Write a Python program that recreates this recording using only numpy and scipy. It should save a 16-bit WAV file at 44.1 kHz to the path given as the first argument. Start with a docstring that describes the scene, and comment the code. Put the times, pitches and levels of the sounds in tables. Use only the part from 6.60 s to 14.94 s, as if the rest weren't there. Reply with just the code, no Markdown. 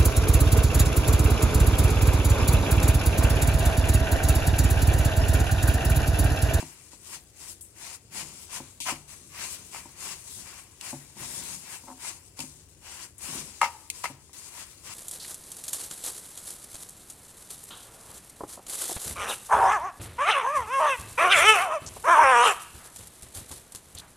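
"""A small kitchen, close to the counter: a steel spoon turns soft dry flakes in a plastic bowl.
Each stroke rustles the heap and drags along the wall, both made of thousands of tiny impacts a second.
The spoon crunches into the flakes, knocks the wall into a short ring and judders once on the bottom.
The bowl bumps on the counter and spoonfuls fall back with a dull patter.
The room answers briefly over the low hush of the house."""
import sys
import numpy as np
from scipy import signal
from scipy.fft import rfft, irfft
from scipy.io import wavfile

SR = 44100
rng = np.random.default_rng(int(sys.argv[2]) if len(sys.argv) > 2 else 0)


def generate_wav(sig):
    """Save sig (samples, or channels by samples) to the path in sys.argv[1] as 16-bit PCM at SR."""
    pcm = np.round(np.clip(np.atleast_2d(sig).T, -1, 1) * 32767).astype(np.int16)
    wavfile.write(sys.argv[1], SR, pcm)


N = 367794
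TIME = np.arange(N) / SR


def stroke(t, attack, hold, settle_t60, slide_db, stop_t60=0.13):
    """One push of the spoon swells, holds and stops; a share of the flakes, slide_db, slides on."""
    stopped_for = np.maximum(t - attack - hold, 0)
    share = undb(slide_db) ** 2
    stopping = (1 - share) * fade(stopped_for, stop_t60) ** 2
    sliding = share * fade(stopped_for, settle_t60) ** 2
    return np.clip(t / attack, 0, 1) ** 1.5 * np.sqrt(stopping + sliding)


# The spoon's strokes. Each row: start, attack, hold and settling t60 in seconds,
# then rustle level and drag level in dB.
SPOON_STROKES = [(0, 0.0015, 0.0055, 1.45, -43.5, -45), (0.303, 0.015, 0.021, 0.49, -54, -63),
                 (0.368, 0.11, 0.03, 1.1, -49, -61.5), (0.475, 0.062, 0.016, 0.29, -42.5, -49),
                 (0.711, 0.11, 0.059, 0.32, -49, -58), (0.852, 0.04, 0.026, 0.25, -44.5, -76),
                 (1.117, 0.11, 0.12, 0.15, -47, -52), (1.492, 0.077, 0.048, 1.34, -41, -45),
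                 (1.692, 0.14, 0.0083, 0.41, -48.5, -65.5), (1.868, 0.078, 0.034, 0.78, -42, -45.0),
                 (2.245, 0.028, 0.037, 0.36, -40.5, -35), (2.46, 0.038, 0.041, 3.5, -50.5, -57.5),
                 (2.677, 0.13, 0.049, 1.15, -42.5, -43.0), (2.767, 0.16, 0.026, 1.8, -43, -57),
                 (3.104, 0.034, 0.057, 1.6, -47.5, -48.5), (3.318, 0.14, 0.069, 1.33, -41.5, -47.5),
                 (3.586, 0.15, 0.068, 0.38, -45.5, -80), (3.726, 0.15, 0.12, 2, -51, -53),
                 (4.184, 0.067, 0.056, 1.6, -44, -48), (4.533, 0.08, 0.041, 1.3, -42.5, -49),
                 (4.549, 0.16, 0.24, 2.5, -41.5, -54), (4.961, 0.18, 0.014, 0.49, -45.5, -48),
                 (5.35, 0.13, 0.015, 0.63, -42.5, -44.5), (5.749, 0.048, 0.029, 0.89, -43.5, -52.5),
                 (6.186, 0.091, 0.17, 0.37, -50, -52), (6.571, 0.072, 0.16, 2.9, -42, -48.5),
                 (7.003, 0.023, 0.023, 0.44, -50, -35), (7.282, 0.073, 0.084, 0.4, -48.5, -59.5),
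                 (7.433, 0.0073, 0.0095, 0.47, -45, -38), (7.727, 0.0074, 0.15, 0.5, -50.5, -60.0),
                 (7.846, 0.14, 0.038, 1.3, -46, -49.5), (8.214, 0.061, 0.065, 0.5, -45, -50.5)]
def stirring(idle_rustle_db=-64, idle_drag_db=-73):
    """Effort in the heap and pressure on the wall in dB: strokes add in power over a faint creep."""
    t = TIME[:SR]
    heap = np.full(N, undb(idle_rustle_db) ** 2)
    wall = np.full(N, undb(idle_drag_db) ** 2)
    for start, attack, hold, t60, rustle_db, drag_db in SPOON_STROKES:
        add(heap, start, (undb(rustle_db) * stroke(t, attack, hold, t60, slide_db=-7)) ** 2)
        add(wall, start, (undb(drag_db) * stroke(t, attack, hold, 0.75 * t60, slide_db=-9)) ** 2)
    return 10 * np.log10(heap), 10 * np.log10(wall)


# The airy tone of sliding flakes. Each row: frequency in Hz, level in dB.
FLAKE_TONE = [(200, -6), (700, -10), (2400, -12.5), (3400, -7), (5000, -5), (7500, 0), (9700, -1),
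              (12000, -8.5), (15500, -17)]
def rustle(effort_db, trim_db=-1, clump_db=0.44):
    """Flakes slide over each other; a faster spoon sets more of them moving, in small clumps."""
    grains_per_s = 6500 * (undb(effort_db - effort_db.max()) + 0.17)
    flakes = colour(grains(grains_per_s, scatter_db=0.5), FLAKE_TONE)
    return clumps(flakes) * undb(effort_db + trim_db + clump_db * flutter(130))


def clumps(x, depth_db=2.26, rate=28):
    """Clumps of different coarseness come and go, so each band swells and sinks on its own."""
    out = 0
    for hz in np.geomspace(1800, 11500, 6):
        band = butter(x, hz, "low", order=1)
        out = out + band * undb(depth_db * flutter(rate))
        x = x - band
    return out + x * undb(depth_db * flutter(rate))


# The mid-heavy scrape of the wall. Each row: frequency in Hz, level in dB.
SCRAPE_TONE = [(250, -11.5), (620, -9.5), (820, -3), (1250, -2.5), (1600, -2.5), (2350, -1), (2900, -3),
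               (3600, -14), (5000, -7), (12000, -23)]
def drag(press_db, catch_db=0.64):
    """The spoon sticks and slips over crumbs on the plastic; the hollow note wanders as it travels."""
    slips = grains(3500, scatter_db=3) * undb(press_db + catch_db * flutter(120))
    scrape = colour(slips, SCRAPE_TONE)
    hollow_hz = 1000 * np.exp(0.088 * flutter(4.3))
    return scrape + resonance(scrape, hollow_hz, width_hz=170)


# The bright bite of the steel edge. Each row: frequency in Hz, level in dB.
STEEL_TONE = [(500, -32), (1700, -5), (2350, 6.5), (3500, 4.5), (5000, 3.5), (8500, 6.5), (11000, 1),
              (15500, -14)]
# Stabs into the heap. Each row: start in seconds, level in dB, t60 in seconds, low cut in Hz.
SPOON_STABS = [(1.009, -42, 0.29, 7800), (1.0107, -42.5, 0.011, 3220), (2.203, -32, 0.014, 2100),
               (2.207, -38.5, 0.5, 2000), (4.211, -35, 0.018, 2200), (5.7917, -33, 0.011, 2200),
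               (5.8039, -27.5, 0.013, 2400), (6.581, -43.5, .08, 7500), (7.301, -22.5, 0.013, 2000),
               (7.731, -47, 0.046, 4050)]
def stabs():
    """The edge crushes flakes with a short crunch, thin and high when it only grazes the top."""
    out, t = np.zeros((2, N)), TIME[:SR // 3]
    crumbs = colour(grains(20000, scatter_db=0.65), STEEL_TONE)
    for start, db, t60, low_cut_hz in SPOON_STABS:
        crunch = crumbs[:, int(start * SR):][:, :len(t)] * undb(db) * fade(t, t60)
        add(out, start, butter(crunch, low_cut_hz, "high", order=6))
    return out


def swish(x, lag_ms=0.452, echo_gain=0.2):
    """An echo off the moving spoon and hand combs the sound, so its colour shifts within a stroke."""
    echo = []
    for channel in x:
        lag_s = lag_ms / 1000 * np.exp(0.35 * flutter(4.6))
        echo.append(np.interp(TIME - lag_s, TIME, channel))
    return x + echo_gain * butter(np.array(echo), 1050, "high")


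# The ring of the plastic wall. Each row: mode frequency in Hz, level in dB, t60 in seconds.
WALL_MODES = [(563, -6.5, 0.031), (798, -27, 0.28), (814, 2, 0.019), (872, -23, 0.36), (943, -22, 0.23),
              (975, -2.5, 0.039), (1275, 0.5, 0.02), (1730, -7, 0.011), (2100, -2, 0.028),
              (2350, -13, 0.024), (2713, -14, 0.059)]
# Knocks on the wall. Each row: start in seconds, level in dB, click offset in dB, favoured pitch in Hz.
SPOON_KNOCKS = [(1.3515, -53, 5, 2210), (2.2605, -27.5, 0, 900), (2.2765, -24, -5, 2300),
                (2.2867, -17.5, -16, 1400), (2.2952, -18, -14, 1700), (3.1455, -28.5, -4, 840),
                (3.16, -29.5, -8, 1520), (5.2805, -34.5, -20, 720), (5.447, -29, -14, 1050),
                (7.0145, -5, -9, 1240), (7.0167, -4, -13, 1390), (7.03, -5.5, -20, 950),
                (7.0405, -10.5, -14, 2100), (7.058, -18.5, -16, 1100), (7.4413, -15, -3.5, 1010),
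                (7.4553, -14.5, -12, 2400), (7.694, -45.5, -5.5, 896)]
def knocks(ring_db=-7, click_db=-10, click_t60=0.031, falloff_db_per_octave=6):
    """Steel meets plastic: the struck spot favours some modes of the wall, and trapped crumbs crack."""
    t = TIME[:SR // 3]
    body, cracks = np.zeros((2, N)), np.zeros((2, N))
    for start, db, click_offset_db, spot_hz in SPOON_KNOCKS:
        modes = [(hz, mode_db - falloff_db_per_octave * abs(np.log2(hz / spot_hz)), t60)
                 for hz, mode_db, t60 in WALL_MODES]
        add(body, start, undb(db + ring_db) * spread([ring(modes, t), ring(modes, t) / 2]))
        crack = fade(t, click_t60) * stereo_noise(len(t)) / 2
        add(cracks, start, undb(db + click_offset_db + click_db) * crack)
    body = butter(body, 586, "high", order=4)
    return butter(body, 2800, "low", order=4) + colour(cracks, STEEL_TONE)


# The thud of the loaded bowl. 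Each row: mode frequency in Hz, level in dB, t60 in seconds.
BOWL_MODES = [(84.6, -15.5, 0.67), (146.5, -12.5, 0.49), (257, 0, 0.071), (322, -7.5, 0.11),
              (586, -10.5, 0.091), (734, -14, 0.14), (900, 2.5, 0.033), (961, -7.5, 0.051)]
# Bumps on the counter. Each row: start in seconds, level in dB, hardness as a high cut in Hz.
BOWL_BUMPS = [(0.026, -34, 900), (0.332, -48, 1400), (2.002, -36, 900), (2.203, -46.5, 1300),
              (2.321, -33, 1010), (3.256, -44, 1150), (4.329, -32.5, 1600), (4.337, -35, 1400),
              (4.568, -49, 1100), (4.629, -48.5, 2200), (5.237, -45.5, 1800), (5.792, -35, 1000),
              (5.807, -44, 1200), (5.838, -38, 372), (6.685, -35, 280), (6.756, -37.5, 650),
              (7.5, -35, 560)]
def bumps(trim_db=-1):
    """The bowl rocks and lands; a softer landing leaves only its low modes."""
    out = np.zeros((2, N))
    for start, db, high_cut_hz in BOWL_BUMPS:
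        thud = ring(BOWL_MODES, TIME[:SR], detune=0.063)
        add(out, start, undb(db + trim_db) * butter(thud, high_cut_hz, "low"))
    return butter(butter(out, 1950, "low", order=4), 67, "high")


# One judder along the bottom: middle and half length in seconds, level in dB.
SPOON_JUDDER = (5.3, 0.029, -40.5)
def judder():
    """The spoon, pressed through the food, slips in quick dull jerks that shake the bottom."""
    middle, half_length, db = SPOON_JUDDER
    body = ring(BOWL_MODES, TIME[:SR])
    swell = undb(db) * np.exp(-((TIME - middle) / half_length) ** 4)
    jerks = grains(300, scatter_db=0.86) * swell
    return butter(convolve(jerks, body / np.linalg.norm(body)), 390, "high")


# Spoonfuls falling back. Each row: middle and half length in seconds, level in dB.
FALLING_SPOONFULS = [(1.634, 0.079, -46.5), (2.88, 0.35, -56), (3.81, 0.039, -51), (4.608, 0.032, -45),
                     (4.83, 0.13, -47), (6.78, 0.071, -42)]
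def falls(makeup_db=14, dull_hz=260):
    """Soft clumps land on the heap and drum faintly on the bottom."""
    flow = sum(undb(db) * np.exp(-((TIME - middle) / half_length) ** 2 / 2)
               for middle, half_length, db in FALLING_SPOONFULS)
    patter = butter(grains(400, scatter_db=1.7) * flow, dull_hz, "low")
    return undb(makeup_db) * butter(patter, 63, "high")


def kitchen(x, near_db=-11, near_t60=0.063, far_db=-19, low_t60=0.45, high_t60=0.24, split_hz=1500):
    """Quick reflections from bowl and counter, then the room, which holds the bass longest."""
    t = TIME[:SR]
    near = stereo_noise(SR) * fade(t, near_t60) / np.linalg.norm(fade(t, near_t60))
    diffuse = stereo_noise(SR)
    boom = undb(6) * butter(diffuse, 640, "low")
    low_tail = (butter(diffuse, split_hz, "low") + boom) * fade(t, low_t60)
    high_tail = butter(diffuse, split_hz, "high") * fade(t, high_t60) / 2
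    far = (low_tail + high_tail) / np.linalg.norm(fade(t, low_t60))
    reflections = (t > 0.002) * (undb(near_db) * near + undb(far_db) * far)  # 2 ms pre-delay
    return x + convolve(x, reflections)


# The room tone. Each row: frequency in Hz, level in dB.
ROOM_TONE = [(30, -38), (45, 1.5), (88, 7.5), (155, -0.5), (230, -7.5), (350, -3.5), (900, -22.5),
             (3000, -34), (8000, -65), (15000, -34)]
def hush(db=-58.5):
    """The low steady noise of the house."""
    return colour(stereo_noise(N), ROOM_TONE) * undb(db)


def grains(rate, scatter_db):
    """Random tiny impacts of unequal size, rate a second; the density does not change the power."""
    hits = rng.random((2, N)) < rate / SR
    signs = rng.choice([-1, 1], (2, N))
    sizes = undb(scatter_db * np.clip(rng.standard_normal((2, N)), -2, 2))
    clicks = hits * signs * sizes / np.sqrt(rate)
    return spread(clicks / clicks.std())


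def ring(modes, t, detune=0.0118):
    """Decaying modes of a struck body; each blow lands elsewhere, varying level, pitch and polarity."""
    drops_db, shifts, polarities = 2 * rng.random((3, len(modes))) - 1
    out = 0
    for (hz, db, t60), drop_db, shift, polarity in zip(modes, drops_db, shifts, polarities):
        tone = np.sign(polarity) * np.sin(2 * np.pi * hz * (1 + detune * shift) * t)
        out = out + undb(db - drop_db) * fade(t, t60) * tone
    return out


def resonance(x, hz, width_hz):
    """A resonance whose centre moves; gain 1 at the centre."""
    turn = np.exp(2j * np.pi * np.cumsum(hz) / SR)
    pole = np.exp(-np.pi * width_hz / SR)
    return 2 * np.real(turn * signal.lfilter([1 - pole], [1, -pole], x / turn))


def flutter(rate):
    """Smooth random wander with a spread near 1, through rate points a second."""
    return np.interp(TIME * rate, np.arange(N), rng.standard_normal(N))


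def spread(pair, apart_hz=1900, bass_share=0.29):
    """Two unrelated signals as mid and side: narrow in the bass, wide in the treble."""
    side = butter(pair[1], apart_hz, "high") + bass_share * pair[1]
    return np.array([pair[0] + side, pair[0] - side])


def stereo_noise(samples):
    """Noise that widens towards the treble."""
    return spread(rng.standard_normal((2, samples)))


def colour(x, tone, size=4096):
    """Minimum-phase EQ with the given tone; white noise keeps its power."""
    cepstrum = irfft(np.log(gains(tone, np.fft.rfftfreq(size, 1 / SR))))
    cepstrum[1:size // 2] *= 2
    cepstrum[size // 2 + 1:] = 0
    response = irfft(np.exp(rfft(cepstrum)))
    return convolve(x, response / np.linalg.norm(response))


def gains(tone, hz):
    """Gain of a (Hz, dB) curve at the given frequencies."""
    points_hz, db = np.transpose(tone)
    return undb(np.interp(np.log(hz + 1), np.log(points_hz), db))


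def butter(x, hz, kind, order=2):
    """Low-pass or high-pass."""
    return signal.sosfilt(signal.butter(order, hz, kind, fs=SR, output="sos"), x)


def convolve(x, response):
    """Pass each channel through a response."""
    return signal.fftconvolve(np.atleast_2d(x), np.atleast_2d(response), axes=1)[:, :N]


def fade(t, t60):
    """Exponential decay, 60 dB down after t60."""
    return np.exp(-np.log(1000) * t / t60)


def undb(db):
    """Decibels to gain."""
    return 10 ** (np.asarray(db) / 20)


def add(track, start_s, sound):
    """Mix a sound in at a time."""
    start = int(start_s * SR)
    part = sound[..., :N - start]
    track[..., start:start + part.shape[-1]] += part


def scene():
    """Spoon, flakes and bowl in the kitchen, over the room tone."""
    effort_db, press_db = stirring()
    food = swish(rustle(effort_db) + drag(press_db) + stabs())
    return kitchen(food + knocks() + bumps() + judder() + falls()) + hush()


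# The lean to the left, strongest in the treble. Each row: frequency in Hz, left minus right in dB.
LEFT_LEAN = [(300, 2), (1300, 5), (4400, 4), (8000, 13.5), (15000, 1)]
def record(dry, ceiling=0.9, low_cut_hz=39, high_cut_hz=15800):
    """A phone, left microphone facing the bowl, right one shaded, rounds peaks and trims both extremes."""
    lean = gains(LEFT_LEAN, np.fft.rfftfreq(N, 1 / SR))
    balance = 2 * np.array([lean, np.ones_like(lean)]) / (1 + lean)
    heard = irfft(rfft(dry) * balance, N)
    heard = ceiling * np.tanh(heard / ceiling)
    heard = butter(heard, low_cut_hz, "high", order=8)
    return signal.sosfilt(signal.ellip(10, 0.2, 70, high_cut_hz, fs=SR, output="sos"), heard)


dry = scene()
out = record(dry)
generate_wav(out)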